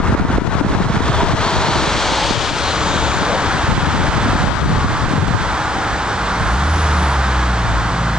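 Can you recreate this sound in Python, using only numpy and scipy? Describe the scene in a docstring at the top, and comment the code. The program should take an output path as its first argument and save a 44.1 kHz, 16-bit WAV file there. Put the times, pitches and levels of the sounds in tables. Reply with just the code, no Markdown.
"""Windy city crossing

Heard from the kerb: a saloon, then a van roll past from left to right as shaped noise, with a whine
from the van's tread. Noise rushes on the far lanes, and a car built from exhaust harmonics revs and
pulls away. Wind noise and decaying thumps buffet two microphone ports, with pressure gusts beneath;
each port's limiters duck its own channel."""
import sys
import numpy as np
from scipy import signal
from scipy.fft import rfft, irfft, next_fast_len
from scipy.io import wavfile

SR = 44100
rng = np.random.default_rng(int(sys.argv[2]) if len(sys.argv) > 2 else 0)


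def dump_mix(stems):
    """Bounce the given channels to the path in sys.argv[1] as a 16-bit WAV at rate SR."""
    frames = np.atleast_2d(stems).T  # one column per channel
    limited = np.clip(frames, -1, 1)  # hard clip at full scale
    pcm = np.round(limited * 32767).astype(np.int16)
    wavfile.write(sys.argv[1], SR, pcm)


N = 360738
TIME = np.arange(N) / SR   # s

# Spectra, relative since the noise is levelled afterwards: f/Hz, density level/dB per Hz
ROAR_SPECTRUM = [(40, -3), (130, -11.5), (300, -3), (450, -4), (560, -5.5), (700, -3.5), (920, -1),
                 (1450, -4), (2000, -11), (2800, -22.5), (5000, -50), (11000, -64)]       # tyres on the asphalt
HISS_SPECTRUM = [(40, -21), (1200, -19), (2350, -0.5), (2700, -2.5), (3350, 1), (4400, -3), (5200, -6.5),
                 (6300, -7), (8000, -14), (9200, -19.5), (11000, -47.5)]       # air out of the tread
RUSH_SPECTRUM = [(25, -1), (60, 6.5), (120, 0), (250, -3), (420, -7.5), (630, -4.5), (770, 0), (1150, 1),
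                 (1550, -0.4), (2000, -8), (2700, -16), (3600, -15), (8500, -26.5), (11000, -53)]       # distant tyres merged
BUFFET_SPECTRUM = [(20, -3), (55, 2.5), (110, 2.5), (170, 0), (240, -5.5), (340, -13), (500, -36),
                   (800, -34), (1500, -44), (3000, -44), (11000, -54.5)]   # wind breaking on a port
# How alike road noise is at the two ports: f/Hz, likeness/1
PORT_LIKENESS = [(30, 1), (600, 0.97), (1200, 0.94), (2500, 0.93), (5000, 0.89), (10000, 0.11)]

# Bunches of cars on the far lanes: abeam t/s, distance/m, speed/(m/s), rush level abeam/dB
FAR_PASSES = [(4.15, 8.1, 11.7, -19), (5.5, 7.6, 20, -22.5), (6.9, 7.6, 9.8, -18.5), (8.4, 10.4, 11.3, -23)]
FAR_HISS_DB = -17   # tread hiss against the rush
# Engines idling at the lights: f/Hz, level/dB
IDLING_ENGINES = [(58, -41), (190, -38), (312, -41), (455, -41)]
# Other engines picking up briefly: start t/s, length/s, f/Hz, rise/(Hz/s), level/dB
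ENGINE_PICKUPS = [(6.33, .32, 189, 0, -33), (6.9, .2, 174, 45, -26), (7.8, .6, 114, 80, -27),
                  (7.86, .55, 165, 10, -30), (7.92, .5, 222, 25, -33)]
PICKUP_RISE_S = 0.08

# Swells of a faint high sizzle: peak t/s, level/dB
SIZZLE_SWELLS = [(6.48, -53), (6.78, -47), (7.05, -48.5)]
SIZZLE_WIDTH_S = 0.11   # from peak to half gain
# A bit of grit snaps from under a tyre, and a hollow knock rises in pitch with it
TICK_S, TICK_DB = 4.041, -19
KNOCK_HZ, KNOCK_RISE_HZ, KNOCK_LENGTH_S, KNOCK_DB = 450, 230, 0.006, -17

# Spells of wind, before lumps, swells and lift: start t/s, length/s, left level/dB, right level/dB
WIND_SPELLS = [(0, 0.97, -13.5, -14.5), (0.985, 0.42, -16.5, -20.5), (1.504, 0.29, -18.5, -23),
               (1.85, 1, -22, -30), (2.835, 0.72, -19.5, -33), (3.658, 0.66, -15.5, -20),
               (4.387, 0.15, -23, -13), (4.598, .3, -15.5, -13.5), (5.002, 0.35, -12, -25),
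               (5.498, 0.51, -28.5, -33), (6.379, 0.028, -23, -21.5), (7.617, 0.15, -21, -24)]
SPELL_RISE_S, SPELL_FALL_S, BREEZE_DB = 0.027, 0.12, -38
# Largest eddies thumping on the ports: t/s, left level/dB, right level/dB, f at the peak/Hz, swell time/s
LARGE_THUMPS = [(.001, 4, -23, 250, 0.0019), (.094, -16, -4.5, 280, 0.0036), (.121, -11, -6, 253, 0.0032),
                (.149, 8, -16, 288, .0013), (.198, -10, 4, 240, 0.0017), (.221, 1, -17, 205, 0.0014),
                (.25, 10, -18, 225, 0.0015), (.298, -8, -9, 260, .006), (.359, -1, -18, 209, 0.0026),
                (.383, -5, 8, 307, .0012), (.418, 0, -24, 230, 0.0026), (.447, -4, -30, 126, 0.0055),
                (.476, 5.5, -28, 185, 0.0011), (.552, -8, 7, 230, 0.0016), (.571, -10, -27, 176, 0.0028),
                (.609, 7, -16, 306, .004), (.647, 5, -10, 190, 0.0031), (.664, 0, -5, 166, 0.0024),
                (.709, -2, -18, 215, 0.0023), (.724, -16, -8, 282, 0.0052), (.75, -19, 11, 225, 0.0013),
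                (.77, -21, -6, 216, .005), (.802, 3, -16, 207, 0.004), (.853, -0.5, -15, 165, 0.0015),
                (.899, 3.5, -17, 165, 0.0036), (.968, -4, -8, 176, 0.0031), (1.004, 4, -22, 290, 0.0021),
                (1.098, 2, -8, 135, 0.0024), (1.167, -10, -26, 120, 0.0033), (1.231, -12, 4, 230, 0.0017),
                (1.306, 0, -21, 135, .003), (1.336, -9, 4, 119, 0.0038), (1.348, -6, 0.5, 236, 0.0017),
                (1.464, -7, -29, 137, 0.0036), (1.644, -6, -22, 148, 0.0033), (1.686, -2, -28, 179, 0.0027),
                (1.757, -21, -8, 177, 0.0023), (1.822, -13, -22, 194, 0.0022), (1.873, -18, -8, 156, .003),
                (1.956, -25, -5, 253, 0.0014), (2.122, -17, -9, 250, 0.0017), (2.308, -9, 3, 257, 0.0014),
                (2.373, -3, -25, 129, .003), (2.513, -20, -8, 240, .0015), (2.53, -5, -25, 140, .003),
                (2.957, -6, -18, 186, .003), (3.222, -12, -7, 254, .0015), (3.323, -9, -19, 229, 0.0035),
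                (3.545, -9, -25, 134, .005), (3.637, -9, -10, 80, .004), (3.723, 0, -20, 130, 0.0035),
                (3.778, -22, -1, 175, 0.0027), (3.834, -7, -23, 182, 0.0032), (3.87, -6, -20, 79.6, 0.01),
                (3.923, -9, -21, 114, 0.0034), (3.944, -1, -20, 166, 0.004), (3.997, -4, -31, 165, .004),
                (4.036, -7, -23, 150, 0.0063), (4.088, -19, -22, 70, 0.0055),
                (4.155, -11, -22, 108, 0.0067), (4.179, 0, -25, 225, 0.0019),
                (4.208, -10, -15, 157, 0.0021), (4.255, -18, -9, 253, 0.008), (4.284, -1, -14, 220, 0.0021),
                (4.332, -17, 0, 290, 0.0014), (4.353, -25, -1, 200, .003), (4.439, -20, 4.5, 175, 0.0025),
                (4.471, -22, 0, 209, .0018), (4.625, -6, -12, 143, 0.0026), (4.724, -7, -6, 140, .003),
                (4.755, -10, -4, 70, 0.004), (4.782, -9, -8, 85, .004), (4.844, 0, -12, 185, 0.0024),
                (5.037, -3, -16, 137, 0.0032), (5.077, -10, -21, 172, 0.0044),
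                (5.119, -11, -22, 90, 0.0039), (5.135, 3, -13, 225, 0.0018), (5.156, -4, -25, 178, .002),
                (5.177, -1, -12, 114, .006), (5.222, 0, -13, 130, .005), (5.236, -5, -16, 210, .003),
                (5.258, 0, -23, 162, .002), (5.307, -4, -25, 160, .004), (5.344, 1, -19, 115, 0.0078)]
# Smaller eddies come by chance; their level is set against the wind
EDDIES_PER_S, EDDY_DB, EDDY_SPREAD_DB, EDDY_HZ = 7.1, -2.5, 1.5, 110
EDDY_SAG = 0.12   # share by which a thump's pitch sinks below its pitch at the peak
# Gust pressure below hearing: start t/s, dying time/s, left peak level/dB, right peak level/dB
PRESSURE_GUSTS = [(0, 0.015, -5, 1), (0.211, 0.059, -7, 0.5), (.374, 0.024, -2.5, 0), (.395, 0.12, -13, 7),
                  (.595, 0.015, -5, -5), (.705, 0.065, -5, -30), (.81, 0.063, -7, -4),
                  (.972, .03, -6, -2.5), (1.227, 0.085, -16, -1.5), (1.315, 0.051, -6.5, -16),
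                  (2.30, 0.24, -12, -1.5), (2.49, 0.14, -8, -10), (3.72, 0.024, -3, -16),
                  (3.78, 0.4, -13, -6), (4.477, 0.14, -38, 2.5), (5.05, 0.018, -6.5, -9),
                  (5.15, 0.18, -13, -26)]

# Exhaust overtones, before pipe and silencer: multiple of the firing rate/1, level/dB
EXHAUST_OVERTONES = [(1.5, -16), (2, 2), (2.5, -18), (3, -2.5), (4, 0)]
# Pipe resonances that lift an overtone gliding through: f/Hz, width/Hz, peak lift/dB
PIPE_RESONANCES = [(116, 7, 4), (183, 12, 6)]
# The car pulling away: firing rate climbs from idle, then the clutch drags it down to a crawl
REV_S, REV_RISE_S = 6.48, 0.28
IDLE_HZ, REV_HZ, CRAWL_HZ, SAG_HZ_PER_S = 54, 79.8, 56.4, 27
THROTTLE_S, THROTTLE_RISE_S = 6.35, 0.18
IDLE_BOOM_DB, IDLE_OVERTONES_DB = -28.5, -39   # levels at idle
THROTTLE_DB, REVS_DB = 7.5, 4.5   # lift from the open throttle; boom lift from high revs
ROLL_UP_DB_PER_S = 15   # swell while it rolls up, until it revs

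# Near vehicles: distance/m, speed/(m/s), tyre roar level/dB, tread hiss level/dB
SALOON = (3, 16.5, -22.5, -47.5)
VAN = (7, 11.5, -21, -22)
SALOON_ABEAM_S, VAN_ABEAM_S = 0.42, 2.25   # when each is straight ahead of the listener
HORN_DB, AHEAD_DB = 9.5, 1.5   # roar is stronger along the road than sideways, and a little more ahead
HISS_BEHIND_DB = -0.5   # negative: the hiss is slightly weaker behind the vehicle than ahead
GROUND_DB_PER_M = 0.0233   # loss over the ground, on top of spreading
PORT_LAG_MS = 0.051   # left port's lag when a vehicle is far off to the right
LEFT_BIAS_DB, PAN_DB_PER_MS = 2.5, 32
# Tones of the van's tread: f coming/Hz, f going/Hz, width/Hz, level against the roar/dB
TREAD_TONES = [(962, 875, 48, -13.5), (665, 555, 38, -15), (410.3, 290, 38, -16)]
FRONT_AXLE_S, GLIDE_S = 1.8, 0.25   # the tones fall in pitch as the front wheels pass
TONE_FLUTTER_DB = 3.5   # uneven asphalt breaks the tones up
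VAN_FIRING_HZ, VAN_DOPPLER = 76.1, 0.05
VAN_ENGINE_DB, TAILPIPE_DB = -47.5, 21   # level abeam; the exhaust is louder from behind
# Surges of tyre noise: peak t/s, half length/s, f/Hz, width/Hz, level/dB
TYRE_SURGES = [(1.15, 0.12, 3430, 500, -33), (1.186, 0.039, 650, 80, -27.5), (1.573, 0.063, 936, 110, -25),
               (1.63, 0.22, 4120, 900, -31), (2.148, 0.2, 564, 100, -28.5), (2.21, 0.14, 880, 111, -23),
               (2.237, 0.19, 4250, 1200, -31.5), (2.672, 0.056, 4150, 450, -30.5),
               (2.983, 0.19, 6800, 1110, -34.5), (2.97, 0.13, 3660, 700, -31.5),
               (3.325, .05, 586, 220, -22.5), (3.5, 0.3, 1550, 400, -29), (3.9, 0.28, 2700, 1300, -33.5),
               (4.9, .12, 1160, 120, -29), (5.8, 0.32, 817, 100, -29), (6.8, 0.28, 324, 60, -36),
               (6.828, 0.13, 5800, 2200, -38)]

CUTOFF_HZ = 11000   # top of the finished sound


def from_db(db):
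    """Decibels to gain."""
    return 10 ** (np.asarray(db) / 20)


def rms_one(x):
    """Scale to unit power."""
    return x / np.sqrt(np.mean(x ** 2) + 1e-20)


def at_hz(points, hz):
    """Read a spectrum on a log-frequency axis."""
    point_hz, values = np.array(points).T
    return np.interp(np.log(hz), np.log(point_hz), values)


def drift(rate_hz):
    """Slow random wander of rms 1: two-pole smoothed noise, drawn at every 40th sample."""
    r = np.exp(-80 * np.pi * rate_hz / SR)
    white = rng.standard_normal(N // 40 + 2002)
    slow = signal.lfilter([1], [1, -2 * r, r * r], white)[2000:]   # skip the settling
    return np.interp(np.arange(N) / 40, np.arange(len(slow)), rms_one(slow))


def band(x, edges, kind="band"):
    """Butterworth filter of design order 2."""
    return signal.sosfilt(signal.butter(2, edges, kind, fs=SR, output="sos"), x)


def coloured(spectrum, likeness):
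    """Stereo noise of rms 1 with a smooth spectrum, mixing what the ports share and what they do not."""
    size = next_fast_len(N)
    hz = np.maximum(np.arange(size // 2 + 1) * SR / size, 1)
    alike = np.clip(at_hz(likeness, hz), -1, 1) if likeness else 0 * hz
    white = rfft(rng.standard_normal((2, size)))
    shaped = white * from_db(at_hz(spectrum, hz)) * np.sqrt([1 + alike, 1 - alike])
    mid, side = irfft(shaped, size)[:, :N]
    return rms_one(band(np.array([mid + side, mid - side]), 24, "high"))


def place(pair, lag_ms, pan_db):
    """Direction from time and level: positive lag delays the left, positive pan favours it."""
    left = np.interp(TIME - lag_ms / 1000, TIME, pair[0])
    return np.array([left * from_db(pan_db / 2), pair[1] * from_db(-pan_db / 2)])


def wavering_tone(hz, width_hz):
    """A narrow band of noise around a steady or moving pitch."""
    phase = 2 * np.pi * np.cumsum(hz * np.ones(N)) / SR
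    return rms_one(drift(width_hz) * np.cos(phase) + drift(width_hz) * np.sin(phase))


def drive_by(abeam_s, distance_m, speed_m_per_s):
    """A straight pass: level in dB against the nearest point, bearing from -1 (left) to 1 (right)."""
    along_m = speed_m_per_s * (TIME - abeam_s)
    range_m = np.hypot(along_m, distance_m)
    spreading_db = 20 * np.log10(distance_m / range_m)
    ground_db = GROUND_DB_PER_M * (range_m - distance_m)
    return spreading_db - ground_db, along_m / range_m


def far_traffic():
    """Many distant tyres merge into one rush, a little to the right; waiting engines hum under it."""
    gain = np.sqrt(sum(from_db(db + drive_by(*path)[0]) ** 2 for *path, db in FAR_PASSES))
    roar = coloured(RUSH_SPECTRUM, PORT_LIKENESS)
    hiss = from_db(FAR_HISS_DB) * coloured(HISS_SPECTRUM, PORT_LIKENESS)
    rush = gain * from_db(0.45 * drift(6)) * (roar + hiss)
    hum = sum(from_db(db) * wavering_tone(hz, width_hz=3.5) for hz, db in IDLING_ENGINES)
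    return place(rush + hum, lag_ms=0.04, pan_db=-1.1)


def other_engines():
    """Engines in the queue drone up as steady or rising sines and fade again."""
    out = np.zeros(N)
    for start, length_s, hz, hz_per_s, db in ENGINE_PICKUPS:
        age = np.clip(TIME - start, 0, length_s)
        swell = np.minimum(np.minimum(age, length_s - age) / PICKUP_RISE_S, 1)
        phase = 2 * np.pi * np.cumsum(hz + hz_per_s * age) / SR
        out += from_db(db) * swell * np.sqrt(2) * np.sin(phase)
    return out


def sizzle():
    """A thin band of high noise that swells three times."""
    swells = sum(from_db(db) / (1 + ((TIME - s) / SIZZLE_WIDTH_S) ** 4) for s, db in SIZZLE_SWELLS)
    return swells * rms_one(band(rng.standard_normal((2, N)), [9600, 10150]))


def grit_snap():
    """Grit snaps as a decaying noise burst, with a short hollow knock gliding upwards."""
    age = np.maximum(TIME - TICK_S, 0)
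    dying = (age > 0) * np.exp(-np.minimum(age / 0.00087, 20))
    snap = dying * rms_one(band(rng.standard_normal(N), [900, 4500]))
    rung = np.minimum(age / KNOCK_LENGTH_S, 20)
    phase = 2 * np.pi * np.cumsum(KNOCK_HZ + KNOCK_RISE_HZ * np.tanh(rung / 2)) / SR
    knock = rung * np.exp(1 - rung) * np.sin(phase)
    return from_db(TICK_DB) * snap + from_db(KNOCK_DB) * knock


def wind_force():
    """Wind at each port: over a light breeze, each spell builds, holds and dies away."""
    power = from_db(BREEZE_DB) ** 2
    for start, length_s, left_db, right_db in WIND_SPELLS:
        rise = np.clip((TIME - start) / SPELL_RISE_S, 0, 1)
        fall = np.exp(-np.clip((TIME - start - length_s) / SPELL_FALL_S, 0, 20))
        power = power + (from_db([[left_db], [right_db]]) * rise * fall) ** 2
    return np.sqrt(power)


def small_eddies(force):
    """Chance thumps that follow the wind at each port, as rows like those of the large ones."""
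    draws = rng.random((int(EDDIES_PER_S * N / SR), 4))
    at = (draws[:, 0] * N).astype(int)
    spread_db = EDDY_SPREAD_DB * (2 * draws[:, 1:3].T - 1)
    left_db, right_db = EDDY_DB + 20 * np.log10(force[:, at]) + spread_db
    hz = EDDY_HZ * 2 ** (2 * draws[:, 3] - 1)   # within an octave either way
    return list(zip(at / SR, left_db, right_db, hz, 1 / (np.pi * hz)))


def thumps(rows, flutter_share):
    """An eddy swells, shakes each port for a cycle or a few with some flutter, and sinks in pitch."""
    out = np.zeros((2, N))
    flutter = rms_one(band(rng.standard_normal((2, N)), [110, 460]))
    signs = rng.choice([-1, 1], len(rows))
    for (start, left_db, right_db, hz, swell_s), sign in zip(rows, signs):
        first = max(int(start * SR), 0)
        span = slice(first, first + SR // 10)
        age = np.maximum(TIME[span] - start, 0)
        grown = np.minimum(age / swell_s, 20)
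        envelope = (grown * np.exp(1 - grown)) ** 1.28
        phase = 2 * np.pi * np.cumsum(hz * (1 - EDDY_SAG * np.tanh(grown - 1))) / SR
        push = sign * np.sin(phase) + flutter_share * flutter[:, span]
        out[:, span] += from_db([[left_db], [right_db]]) * envelope * push
    return out


def wind():
    """Eddies break on each port in lumps; stronger wind makes smaller, brighter eddies."""
    force = wind_force()
    lumps_db = 2.8 * np.array([drift(36), drift(36)])
    swells_db = 0.6 * np.array([drift(6), drift(6)])
    strength = force * from_db(lumps_db + swells_db + 1.24)   # with a small lift
    eddies = coloured(BUFFET_SPECTRUM, None)
    deep = band(eddies, 141, "low")
    brightness = np.minimum(strength / from_db(-10), 1.2) ** 0.98
    knocks = thumps(list(LARGE_THUMPS) + small_eddies(force), flutter_share=0.35)
    return strength * (deep + brightness * (eddies - deep)) + knocks


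def gusts(rise_s):
    """Each gust is a swell of pressure that builds quickly and dies away."""
    out = np.zeros((2, N))
    for start, dying_s, left_db, right_db in PRESSURE_GUSTS:
        age = np.maximum(TIME - start, 0)
        build = 1 - np.exp(-(age / rise_s) ** 2)
        swell = build * np.exp(-np.minimum(age / dying_s, 20))
        out += from_db([[left_db], [right_db]]) * swell / swell.max()
    return out


def exhaust(firing_hz, boom_db, overtones_db, unevenness_db):
    """The firing rate booms; uneven cylinders add half orders, and the silencer mutes the high ones."""
    silencer_hz = 197
    phase = 2 * np.pi * np.cumsum(firing_hz * (1 + 0.003 * drift(6))) / SR
    out = from_db(boom_db + unevenness_db * drift(21)) * np.sin(phase)
    for multiple, db in EXHAUST_OVERTONES:
        overtone_hz = multiple * firing_hz
        passed = 1 / np.sqrt(1 + (overtone_hz / silencer_hz) ** 50)
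        pipe_db = sum(peak_db * np.exp(-0.5 * ((overtone_hz - hz) / width_hz) ** 2)
                      for hz, width_hz, peak_db in PIPE_RESONANCES)
        gain = passed * from_db(overtones_db + db + pipe_db + 0.3 * drift(1.8))
        out += gain * np.sin(multiple * phase + rng.uniform(0, 2 * np.pi))
    return np.sqrt(2) * out


def leaving_car():
    """The car rolls up, revs, then sinks in pitch as its clutch takes hold."""
    age = TIME - REV_S
    climb = np.sin(np.pi / 2 * np.clip(age / REV_RISE_S, 0, 1))
    slip_hz = REV_HZ - CRAWL_HZ - SAG_HZ_PER_S * np.maximum(age - REV_RISE_S, 0)
    slip_hz = 2 * np.logaddexp(0, slip_hz / 2)   # the clutch closes softly
    firing_hz = IDLE_HZ + climb * (CRAWL_HZ + slip_hz - IDLE_HZ)
    throttle = np.clip((TIME - THROTTLE_S) / THROTTLE_RISE_S, 0, 1)
    effort_db = THROTTLE_DB * throttle + ROLL_UP_DB_PER_S * np.minimum(age, 0)
    boom_db = IDLE_BOOM_DB + effort_db + REVS_DB * climb * np.tanh(slip_hz / 3)
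    return exhaust(firing_hz, boom_db, IDLE_OVERTONES_DB + effort_db, unevenness_db=0.6)


def tyre_surges():
    """Here and there the tyre noise swells in one band: a howl when low, a rush of hiss when high."""
    noise = coloured([(40, 0), (11000, 0)], PORT_LIKENESS)   # flat
    out = np.zeros((2, N))
    for s, half_s, hz, width_hz, db in TYRE_SURGES:
        swell = np.exp(-0.5 * ((TIME - s) / half_s) ** 2)
        tone = rms_one(band(noise, [hz - width_hz / 2, hz + width_hz / 2]))
        out += from_db(db) * swell * tone
    _, bearing = drive_by(VAN_ABEAM_S, *VAN[:2])
    return place(out, PORT_LAG_MS * bearing, pan_db=3.0)


def van_engine():
    """The van drones past, lower and louder once its tailpipe faces the kerb."""
    level_db, bearing = drive_by(VAN_ABEAM_S, *VAN[:2])
    boom_db = VAN_ENGINE_DB + level_db + TAILPIPE_DB * bearing
    firing_hz = VAN_FIRING_HZ * (1 - VAN_DOPPLER * bearing)
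    return exhaust(firing_hz, boom_db, boom_db - 3, unevenness_db=2)


def tread_tones():
    """The van's tread blocks whine and howl, dropping in pitch as it passes."""
    gone = 0.5 + 0.5 * np.tanh((TIME - FRONT_AXLE_S) / GLIDE_S)
    tones = sum(from_db(db) * wavering_tone(coming_hz + gone * (going_hz - coming_hz), width_hz)
                for coming_hz, going_hz, width_hz, db in TREAD_TONES)
    return from_db(TONE_FLUTTER_DB * drift(10.6)) * tones


def near_tyres(abeam_s, vehicle, whines):
    """Tyres roar on the asphalt, most of all along the road, and air hisses out of the tread."""
    *path, roar_db, hiss_db = vehicle
    level_db, bearing = drive_by(abeam_s, *path)
    road_db = 0.6 * drift(9)   # patches of rougher asphalt
    roar = coloured(ROAR_SPECTRUM, PORT_LIKENESS) + (tread_tones() if whines else 0)
    roar = from_db(roar_db + HORN_DB * bearing ** 2 - AHEAD_DB * bearing) * roar
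    grain_db = 0.7 * drift(70)   # the tread slaps over coarse stones
    hiss_gain = from_db(hiss_db + grain_db + HISS_BEHIND_DB * bearing)
    hiss = hiss_gain * coloured(HISS_SPECTRUM, PORT_LIKENESS)
    lag_ms = PORT_LAG_MS * bearing
    pan_db = LEFT_BIAS_DB + PAN_DB_PER_MS * lag_ms   # left stays louder, most with the vehicle at right
    return place(from_db(level_db + road_db) * (roar + hiss), lag_ms, pan_db)


def scene():
    """Road, engines, small sounds and wind summed at the two ports."""
    saloon = near_tyres(SALOON_ABEAM_S, SALOON, whines=False)
    van = near_tyres(VAN_ABEAM_S, VAN, whines=True)
    road = far_traffic() + tyre_surges() + saloon + van
    engines = other_engines() + leaving_car() + van_engine()
    small_sounds = sizzle() + grit_snap()
    return road + engines + small_sounds + wind() + gusts(rise_s=0.014)


def limiter(x, ceiling_db, release_db_per_s, attack_s):
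    """Each channel is turned down by its own smoothed peaks and recovers at a steady rate."""
    over_db = np.maximum(20 * np.log10(np.abs(x) + 1e-9) - ceiling_db, 0)
    r = np.exp(-1 / (attack_s * SR))
    wanted_db = signal.lfilter([1 - r], [1, -r], over_db)
    recovery_db = release_db_per_s * TIME
    cut_db = np.maximum.accumulate(wanted_db + recovery_db, axis=1) - recovery_db
    return x * from_db(-cut_db)


def record(dry):
    """A slow and a quick limiter, a low cut against the gust pressure, rounded peaks, a steep top cut."""
    levelled = limiter(dry, ceiling_db=-2, release_db_per_s=79, attack_s=0.16)
    held = limiter(levelled, ceiling_db=-7.5, release_db_per_s=176, attack_s=0.00081)
    rounded = 0.9 * np.tanh(band(held, 27, "high") / 0.9)
    top_cut = signal.ellip(10, 0.2, 80, CUTOFF_HZ, fs=SR, output="sos")
    return signal.sosfilt(top_cut, rounded)


dry = scene()
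out = record(dry)
dump_mix(out)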